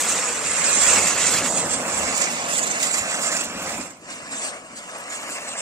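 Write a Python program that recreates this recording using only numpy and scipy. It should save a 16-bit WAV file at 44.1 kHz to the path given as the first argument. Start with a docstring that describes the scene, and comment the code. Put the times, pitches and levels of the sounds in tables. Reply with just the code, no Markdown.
"""A pulsing roar and a bright, crackling hiss: ground spinner fireworks whirl on a concrete yard at night.
Burning gas rushes from each nozzle, pulsing as it turns, and grains of metal burst into spitting sparks.
The group wanders and burns out after four seconds; one last spinner then flares up alone, to the left.
Low gusts and short echoes lie underneath. Two small microphone ports ring near 7-8 kHz."""
import sys
import numpy as np
from scipy import signal
from scipy.fft import rfft, irfft, next_fast_len
from scipy.io import wavfile
from scipy.ndimage import uniform_filter1d, minimum_filter1d, map_coordinates

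SR = 44100
rng = np.random.default_rng(int(sys.argv[2]) if len(sys.argv) > 2 else 0)


def dump(signal):
    """Clip the signal to [-1, 1] and save it as 16-bit WAV at the path in sys.argv[1]."""
    limited = np.clip(np.atleast_2d(signal).T, -1, 1)
    pcm = np.round(limited * 32767).astype(np.int16)
    wavfile.write(sys.argv[1], SR, pcm)


N = 247384
TIME = np.arange(N) / SR

# How hard the group's gas burns: time_s, rumble_db, roar_db, rasp_db
GROUP_JET = [(0.0, -43, -33.5, -31), (0.3, -43, -30, -31), (0.41, -41.5, -32.5, -33),
             (0.65, -37.5, -29, -27), (0.79, -35, -28, -29), (0.825, -40, -27, -25.5),
             (0.95, -34, -25.5, -23), (1.0, -33.5, -26.5, -25.5), (1.08, -38, -31.5, -28.5),
             (1.28, -37.5, -32, -28), (1.47, -35.5, -32, -30), (1.52, -37, -31, -45),
             (1.6, -35.5, -30, -35), (1.82, -34.5, -30, -33.5), (2.05, -34.5, -26.5, -31),
             (2.42, -39, -32, -32.5), (3.36, -43.5, -36.5, -32.5), (3.52, -41, -41.5, -39),
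             (3.66, -40.5, -34.5, -34), (3.81, -37.5, -34.5, -38), (3.87, -40.5, -38, -44),
             (4.0, -46, -47.5, -56.5)]
# Where the group is: time_s, extra_path_to_left_m, left_minus_right_db, direct_over_scattered_db
GROUP_PATH = [(0, 0.0015, 3, 3.5), (.3, 0.0056, 3.5, -2.5), (.75, 0.022, -1.5, -5.5), (1.1, -0.0078, 0, 0),
              (1.42, -0.0089, -0.5, 5.5), (1.7, 0.036, -2, -2), (1.95, 0.044, -3.5, -5),
              (2.3, 0.069, -3, -3.5), (2.6, 0.094, -2, 0), (2.9, 0.061, -3.5, 0), (3.35, 0.045, -1, 12.5),
              (4.0, 0.033, -2.5, -11.5)]
# The nearest spinner speeds up, then tires: time_s, turns_per_s
GROUP_SPIN = [(0, 60), (.45, 73), (.8, 78), (1.1, 88), (1.33, 103), (1.55, 108), (1.76, 87), (1.9, 48),
              (2.6, 24), (3.5, 22), (4.0, 16)]
# The group's steady stream of sparks: time_s, level_db
GROUP_SPRAY = [(0, -24), (.2, -23.5), (.41, -29.5), (.62, -25.5), (.9, -18.5), (1.14, -25.5), (1.45, -29),
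               (1.52, -26), (1.66, -29.5), (1.76, -30), (1.85, -35.5), (1.91, -29), (1.97, -30.5),
               (2.12, -29), (2.3, -33.5), (2.45, -35), (2.65, -32.5), (3.4, -33), (3.52, -41.5),
               (3.62, -37), (3.85, -42), (4.0, -57)]
# Tone of the group's gas: pitch_hz, level_db
GROUP_ROAR = [(60, -31), (115, -19.5), (165, -2.5), (230, -2.5), (310, -3), (400, -7), (490, 0), (800, 3),
              (1100, 6), (1500, 0.5), (2700, -1.5), (3200, -17), (3900, -19), (6000, -12), (8000, -50)]
# Tone of the group's spray: pitch_hz, level_db
GROUP_HISS = [(2200, -25), (3200, -4), (4500, -2.5), (5800, -1.5), (7000, 0), (8000, .5), (9000, 0),
              (11000, -7), (15500, -9)]

def group(flare):
    """Several spinners blow out gas and sparks, pulsing with the turns of the nearest."""
    path_m, balance_db, direct_db = in_time(GROUP_PATH)
    sweep_db = whirl(in_time(GROUP_SPIN)[0], depths_db=[0.24, 0.52, 0.56, 0.3])
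    gas = jet(in_time(GROUP_JET), flare, GROUP_ROAR, path_m, direct_db, 0.52 * sweep_db,
              flutter_db=0.6, gains_db=[-0.8, -1.8, -0.3], hollowness=1.74)
    flow = metal_flow(in_time(GROUP_SPRAY)[0], flare)
    hiss = spray(flow, GROUP_HISS, path_m, direct_db, sweep_db,
                 crackle_db=-8.5, hiss_db=-10.5, patchy_db=31.0)
    return gas + panned(hiss, balance_db)


# The last spinner flares, fades and flares again: time_s, rumble_db, roar_db, rasp_db
LAST_JET = [(4.0, -48, -54, -54), (4.1, -47.5, -38.5, -40), (4.21, -46.5, -43.5, -42),
            (4.49, -47, -34.5, -37), (4.64, -49, -44, -48), (4.74, -47.5, -45, -45.5),
            (4.87, -52, -42.5, -41.5), (4.95, -50, -36.5, -40), (5.06, -47, -39, -41),
            (5.14, -48.5, -38.5, -36.5), (5.61, -47.5, -36, -38)]
# Where it is: time_s, extra_path_to_left_m, left_minus_right_db, direct_over_scattered_db
LAST_PATH = [(4.0, -0.064, 2.8, 0.71), (4.5, -0.065, 6.1, 0.85), (5.0, -0.063, 6, 0.88),
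             (5.6, -0.039, 3.8, 1)]
# Tone of its gas: pitch_hz, level_db
LAST_ROAR = [(60, -20), (115, -14.5), (160, -3), (260, 2), (390, -3.5), (500, 2.5), (900, 1.5), (1130, 7.5),
             (1400, 1), (1800, 1.5), (2800, -2), (3400, -23), (5000, -14.5), (7000, -17.5)]
# Tone of its spray: pitch_hz, level_db
LAST_HISS = [(2200, -18), (3200, -2), (3700, -3), (4300, -.5), (5800, 0), (6700, -1.5), (7500, 1),
             (8500, 0), (10000, -6.5), (15500, -9)]

def last_spinner(flare):
    """One slow spinner burns to the left; a harder burn drives it faster."""
    path_m, balance_db, direct_db = in_time(LAST_PATH)
    levels_db = in_time(LAST_JET)
    rasp_db = levels_db[2]
    turns_per_s = 26 * 2 ** ((rasp_db + 31.5) / 11.5)   # 11.5 dB more rasp doubles the speed
    sweep_db = whirl(turns_per_s, depths_db=[.6, .5])
    gas = jet(levels_db, flare, LAST_ROAR, path_m, direct_db, 0.13 * sweep_db,
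              flutter_db=1.03, gains_db=[-0.8, -1.5, -0.3], hollowness=0.83)
    flow = metal_flow(rasp_db - 1.8, flare)
    hiss = spray(flow, LAST_HISS, path_m, direct_db, sweep_db,
                 crackle_db=-18.5, hiss_db=-6.5, patchy_db=6.5)
    return panned(gas, 0.19 * balance_db) + panned(hiss, balance_db)


def whirl(turns_per_s, depths_db):
    """The level swings, in dB, as the nozzle sweeps past; its narrow beam adds faster ripples."""
    angle = 2 * np.pi * np.cumsum(turns_per_s) / SR
    return sum(db * np.cos(k * angle + rng.uniform(0, 2 * np.pi)) for k, db in enumerate(depths_db, 1))


# A hollow note in the roar, shifting as the spinners wander: time_s, pitch_hz
HOLLOW_NOTE = [(0, 460), (1.2, 524), (2.0, 550), (2.4, 580), (3.3, 610), (3.7, 590), (5.6, 620)]

def jet(levels_db, flare, spectrum, path_m, direct_db, sweep_db, flutter_db, gains_db, hollowness):
    """Burning gas: low rumble, hollow roar and high rasp, all shaken by the uneven burn."""
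    rest = resonance(turbulence(spectrum, path_m, direct_db), HOLLOW_NOTE, width_hz=166, boost=hollowness)
    bands = []
    for edge_hz in (380, 1400):   # split off the rumble, then the roar
        low = signal.sosfiltfilt(signal.butter(4, edge_hz, fs=SR, output="sos"), rest)
        bands.append(low)
        rest = rest - low
    bands.append(patchy(rest, depth_db=4.0))
    rumble, roar, rasp = [from_db(db + gain) for db, gain in zip(levels_db, gains_db)]
    rasp = np.hypot(rasp, from_db(-16.5) * flare)   # flares feed the rasp
    gas = sum(level * rms_one(band) for band, level in zip(bands, (rumble, roar, rasp)))
    return gas * from_db(sweep_db + flutter_db * drift(rate_hz=42))


# A bright ring in the hiss, wandering with the spinners: time_s, pitch_hz
HISS_PEAK = [(0, 6300), (.3, 6400), (.55, 8600), (.72, 6950), (1.0, 7400), (1.1, 7300), (1.36, 6150),
             (1.52, 8350), (1.9, 7740), (2.21, 6900), (2.56, 8800), (2.67, 6500), (2.87, 7400),
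             (3.35, 7700), (3.8, 7400), (4.1, 6700), (4.46, 8350), (4.8, 7700), (5.6, 7800)]

def spray(flow, spectrum, path_m, direct_db, sweep_db, crackle_db, hiss_db, patchy_db):
    """Burning metal sprays out: a sputtering hiss with the crackle of sparks in it."""
    hiss = from_db(hiss_db) * patchy(turbulence(spectrum, path_m, direct_db), patchy_db)
    ticks = sparks(per_s=1500, spread_db=1.0, path_m=path_m)
    crackle = from_db(crackle_db) * rms_one(colour(ticks, spectrum))
    return resonance(hiss + crackle, HISS_PEAK, width_hz=2400, boost=0.51) * flow * from_db(sweep_db)


def metal_flow(steady_db, flare):
    """Loudness of the burning metal: a sputtering stream with the flares on top."""
    sputter_db = -0.4 * drift(rate_hz=30)
    return np.hypot(from_db(steady_db + sputter_db), from_db(-4) * flare)


def sparks(per_s, spread_db, path_m):
    """Grains of metal burst at random: many tiny ticks and a few strong ones."""
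    sizes = from_db(spread_db * np.minimum(rng.exponential(1, N), 5)) * rng.choice([-1, 1], N)
    ticks = sizes * (rng.random(N) < per_s / SR)
    return rms_one(yard(at_ports(ticks, path_m), fade_s=0.12, wet_db=5.0))


# Lumps of powder flaring in a nozzle: start_s, length_s, level_db
FLARES = [(0.0, 0.013, -17), (0.082, 0.045, -20.5), (0.435, 0.16, -25), (0.635, 0.065, -20.5),
          (0.705, 0.062, -27), (0.812, 0.1, -18), (0.945, 0.046, -21), (1.068, 0.039, -21),
          (1.19, 0.1, -18.5), (1.305, 0.084, -19), (1.44, 0.041, -21.5), (1.512, 0.056, -26.5),
          (1.562, 0.039, -20.5), (1.705, 0.049, -23), (2.145, 0.11, -24.5), (2.485, 0.036, -23.5),
          (2.525, 0.07, -19), (2.617, 0.023, -21), (2.66, 0.018, -22), (2.70, 0.018, -23),
          (2.735, 0.023, -28), (2.802, 0.076, -22), (2.895, 0.018, -25), (2.932, 0.031, -23),
          (2.974, 0.014, -19), (3.09, 0.027, -31), (3.142, 0.012, -24), (3.222, 0.071, -24.5),
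          (3.312, 0.045, -24), (3.392, 0.022, -24), (3.435, 0.017, -27), (3.658, 0.087, -32),
          (3.76, 0.028, -36), (3.806, 0.024, -32), (4.098, 0.058, -36.5), (4.31, 0.14, -29.5),
          (4.415, 0.078, -25.5), (4.758, 0.032, -32), (5.098, 0.079, -33), (5.298, 0.075, -32.5),
          (5.468, 0.066, -32), (5.572, .04, -29)]
# Sharp spits, as a grain of metal bursts in the nozzle: start_s, length_s, level_db
SPITS = [(0.639, 0.0053, -16.5), (0.751, .004, -24), (0.812, .007, -16.5), (0.831, 0.0072, -14),
         (0.958, .006, -22), (1.214, 0.0045, -19), (1.266, .005, -14.5), (1.337, 0.01, -19),
         (1.734, .005, -17.5), (2.098, 0.0037, -32), (2.176, .004, -18), (2.213, .01, -18.5),
         (2.235, .007, -23), (2.579, 0.01, -19.5), (2.828, 0.0038, -13), (2.853, .003, -22),
         (2.861, .003, -25), (2.941, 0.0076, -22), (3.11, .008, -22), (3.265, 0.0043, -19),
         (3.349, .004, -28), (3.364, 0.0098, -23), (3.409, .006, -32), (3.809, .006, -32), (3.9, .007, -39),
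         (4.013, .002, -50), (4.102, .007, -37), (5.122, 0.0087, -30), (5.322, 0.014, -31),
         (5.345, .008, -32), (5.482, .011, -30)]

def flare_ups():
    """Loudness of the sudden surges: powder flares softly, metal spits sharply."""
    powder = swells(FLARES, attack_s=.004, release_s=.014)
    metal = swells(SPITS, attack_s=.001, release_s=.006)
    return np.hypot(powder, metal)


# Strength and side of the lower hiss: time_s, boost_db, left_minus_right_db
LOW_HISS = [(0, -1.5, -1), (.4, 0.5, -3.5), (.75, 2.5, 1), (.85, 1, 3), (1.1, 2, -0.5), (1.4, 2, -0.5),
            (1.53, 0.5, 1), (1.8, 2.5, 1), (2.2, 3.5, 1.5), (2.4, 7.5, 3), (2.55, 0, 0), (2.8, 2.5, 1),
            (3.8, 4, -0.5), (4.45, 1, -2.5), (4.7, 2.5, -2), (5.0, 2, -3.5), (5.4, 2.5, -2)]

def low_hiss(x):
    """The lower part of the hiss fills out, thins and leans from side to side."""
    boost_db, balance_db = in_time(LOW_HISS)
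    band = signal.sosfiltfilt(signal.butter(2, (2900, 6000), "band", fs=SR, output="sos"), x)
    return x - band + from_db(boost_db) * panned(band, balance_db)


# Share of the finest sparks in the spray: time_s, share_db
FINE_SPARKS = [(0, 0.5), (.3, -3), (.6, -9.5), (1.0, -2), (1.55, -0.5), (1.85, -2), (2.3, -5), (3.7, 1),
               (4.4, -13), (5.0, -7), (5.15, -5.5), (5.6, -7)]
# Tone of their sizzle: pitch_hz, level_db
FIZZ_TONE = [(7500, -58), (9600, 2.5), (11000, 4.5), (15500, 6)]

def fizz(flare):
    """Clusters of tiny sparks sizzle above the hiss, swelling and thinning with the burn."""
    share_db, = in_time(FINE_SPARKS)
    rasp_db = in_turn(GROUP_JET, LAST_JET)[2]
    path_m = in_turn(GROUP_PATH, LAST_PATH)[0]
    ticks = sparks(per_s=7000, spread_db=4.6, path_m=path_m)
    cloud = patchy(colour(ticks, FIZZ_TONE), depth_db=9)
    return cloud * metal_flow(rasp_db + 3.5, flare) * from_db(share_db + 3.0 * drift(rate_hz=14))


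# Low puffs from a nozzle: start_s, length_s, level_db
CHUFFS = [(0.945, 0.052, -36), (2.68, 0.022, -40), (3.785, .016, -36), (5.292, 0.022, -43)]
# Tone of a puff: pitch_hz, level_db
CHUFF_TONE = [(60, -25), (120, -23), (190, -3), (330, 1.5), (600, -15), (1400, -51)]

def chuffs():
    """A choking nozzle coughs out short, low puffs of gas."""
    gas = turbulence(CHUFF_TONE, path_m=0, direct_db=2)
    return gas * swells(CHUFFS, attack_s=0.0027, release_s=0.0087)


# Gusts of hot air under the roar: start_s, length_s, level_db
GUSTS = [(0.0, 0.14, -48), (0.3, 0.22, -49), (0.84, 0.11, -41), (0.965, 0.04, -37), (1.09, 0.42, -44.5),
         (1.62, 0.17, -46), (1.93, 0.14, -42), (2.3, 0.26, -54), (2.98, 0.042, -44), (3.42, 0.33, -51.5),
         (3.77, 0.039, -50)]
# Tone of the moving air: pitch_hz, level_db
GUST_TONE = [(15, -30), (28, -16), (55, -0.5), (85, 9), (120, 6), (200, -41), (600, -70)]

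def gusts():
    """Low, lumpy air noise: a draught that follows the rumble, plus single gusts."""
    draught = from_db(in_turn(GROUP_JET, LAST_JET)[0] - 18)
    level = np.hypot(draught, swells(GUSTS, attack_s=0.022, release_s=0.04))
    air = turbulence(GUST_TONE, path_m=0, direct_db=2)
    return air * level * from_db(-3.0 + 1.5 * drift(rate_hz=13.0))


# Sound bounced off ground and walls: pitch_hz, level_over_direct_db
SCATTER = [(60, -29), (150, -72), (300, -38), (600, -21.5), (1200, -6.5), (2300, 0), (3400, -6), (4500, -3),
           (7000, -0.5), (8500, 5.5), (15000, -36)]

def turbulence(spectrum, path_m, direct_db):
    """Noise of swirling gas: part arrives straight, part is scattered and differs at each port."""
    direct_share = [(hz, -10 * np.log10(1 + from_db(db) ** 2)) for hz, db in SCATTER]
    direct = at_ports(colour(rng.standard_normal(N), spectrum, direct_share), path_m)
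    scattered = colour(rng.standard_normal((2, N)), spectrum, direct_share, SCATTER)
    gain = from_db(direct_db)
    return rms_one((gain * direct + scattered) / np.sqrt(1 + gain ** 2))


def yard(x, fade_s, wet_db):
    """Sparse echoes off ground and walls, dying by 60 dB in fade_s."""
    t = TIME[:SR // 3]
    echoes = rng.standard_normal((2, len(t))) * (rng.random((2, len(t))) < .05)
    echoes *= from_db(-60 * t / fade_s)
    echoes /= np.sqrt(np.sum(echoes ** 2, axis=1, keepdims=True))
    return x + from_db(wet_db) * signal.fftconvolve(x, echoes, axes=1)[:, :N]


def patchy(x, depth_db, size=512):
    """The sound flickers: narrow pitch regions swell and sink every few hundredths of a second."""
    frames = signal.stft(x, nperseg=size)[2]
    chance = uniform_filter1d(rng.standard_normal(frames.shape[1:]), size=3, axis=0)
    chance = rms_one(uniform_filter1d(chance, size=5, axis=1))
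    frames = frames * from_db(depth_db * np.minimum(chance, 1))
    return rms_one(signal.istft(frames, nperseg=size)[1][:, :N])


def swells(rows, attack_s, release_s):
    """Loudness of a run of events: each builds up, holds and dies away; their powers add."""
    power = np.zeros(N)
    for start_s, length_s, db in rows:
        first = max(int((start_s - 8 * attack_s) * SR), 0)
        span = slice(first, int((start_s + length_s + 8 * release_s) * SR))
        age = TIME[span] - start_s
        rise = 1 / (1 + np.exp(-age / attack_s))
        fall = np.exp(-np.maximum(age - length_s, 0) / release_s)
        power[span] += (from_db(db) * rise * fall) ** 2
    return np.sqrt(power)


def resonance(x, glide, width_hz, boost):
    """Add a ring whose pitch glides in small steps."""
    pitch_hz, = in_time(glide)
    r = np.exp(-np.pi * width_hz / SR)
    zeros = np.array([1, 0, -1]) * (1 - r * r) / 2
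    state, ringing = np.zeros((2, 2)), []
    for i in range(0, N, 512):
        poles = [1, -2 * r * np.cos(2 * np.pi * pitch_hz[i] / SR), r * r]
        block, state = signal.lfilter(zeros, poles, x[:, i:i + 512], zi=state)
        ringing.append(block)
    return x + boost * np.hstack(ringing)


def colour(x, *spectra):
    """Shape the tone with one or more tables of pitch_hz, level_db."""
    size = next_fast_len(N + 2048)
    log_hz = np.log(np.arange(size // 2 + 1) * SR / size + 1)
    db = sum(np.interp(log_hz, np.log(hz), levels) for hz, levels in map(np.transpose, spectra))
    return irfft(rfft(x, size) * from_db(db), size)[..., :N]


def drift(rate_hz):
    """A smooth random wobble with a typical size of 1."""
    r = np.exp(-40 * np.pi * rate_hz / SR)
    slow = signal.lfilter([1], [1, -2 * r, r * r], rng.standard_normal(N // 20 + 2002))[2000:]
    return np.interp(np.arange(N) / 20, np.arange(len(slow)), rms_one(slow))


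def at_ports(x, path_m):
    """A sound from one side reaches the far microphone port later."""
    lag = path_m / 343 * SR / 2   # sound travels 343 m/s
    return np.array([map_coordinates(x, [np.arange(N) - side * lag], order=3, mode="nearest")
                     for side in (1, -1)])


def panned(x, balance_db):
    """Share the level between the sides; positive leans left."""
    return x * from_db(np.array([balance_db, -balance_db]) / 2)


def in_time(rows):
    """Turn a table that starts with time_s into one curve for each other column."""
    time_s, *columns = np.transpose(rows)
    return [np.interp(TIME, time_s, column) for column in columns]


def in_turn(earlier, later):
    """Curves from two tables, one taking over where the other ends."""
    return in_time(list(earlier[:-1]) + list(later))


def from_db(db):
    """Decibels to gain."""
    return 10 ** (np.asarray(db) / 20)


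def rms_one(x):
    """Scale to an average power of 1."""
    return x / np.sqrt(np.mean(x ** 2) + 1e-20)


def limiter(x, ceiling=.78, size=128):
    """Turn both sides down for a few milliseconds around the highest peaks."""
    gain = ceiling / np.maximum(np.abs(x).max(axis=0), ceiling)
    return x * uniform_filter1d(minimum_filter1d(gain, size), size)


def scene():
    """The group dies away as the last spinner takes over."""
    handover = np.clip((TIME - 3.98) / .04, 0, 1)
    flare = flare_ups()
    spinners = np.sqrt(1 - handover) * group(flare) + np.sqrt(handover) * last_spinner(flare)
    spinners = low_hiss(spinners) + chuffs() + fizz(flare)
    return yard(spinners, fade_s=0.08, wet_db=-21.0) + gusts()


# Echoes off surfaces close to the ports: left_delay_s, right_delay_s, level_db
NEAR_ECHOES = [(.00145, .0014, -21), (.0023, .0029, -21), (.0047, .0041, -19), (.0071, .0083, -19)]
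# Tone of the left microphone port: pitch_hz, level_db
LEFT_PORT = [(100, .6), (600, .7), (2500, 0), (3300, 3), (3800, 1), (4400, -3), (6000, -1.5), (6600, 1.5),
             (7150, 2), (7650, 5.5), (8000, 5), (8500, 7), (8900, 6), (9150, 3.5), (9600, -7), (9850, -5.5),
             (11000, -12), (15500, -19)]
# Tone of the right microphone port: pitch_hz, level_db
RIGHT_PORT = [(100, -.6), (600, -.7), (2500, 0), (3300, 3), (5000, 2.5), (6000, 5), (6600, 8.5),
              (7100, 12.5), (7600, 13), (8100, 9), (8800, 6), (9200, 2.5), (9600, -9), (9850, -6.5),
              (11000, -12), (15500, -19)]

def record(dry):
    """Close echoes shift as the hand-held microphone sways; each port rings, and the top treble is cut."""
    heard = dry.copy()
    for *delays_s, db in NEAR_ECHOES:
        sway_s = .00008 * drift(rate_hz=0.73)
        for side, delay_s in enumerate(delays_s):
            heard[side] += from_db(db) * np.interp(TIME - delay_s - sway_s, TIME, dry[side], left=0)
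    heard = np.array([colour(heard[0], LEFT_PORT), colour(heard[1], RIGHT_PORT)])
    treble_cut = signal.ellip(12, .1, 80, 15600, fs=SR, output="sos")
    return signal.sosfilt(treble_cut, limiter(heard))


dry = scene()
out = record(dry)
dump(out)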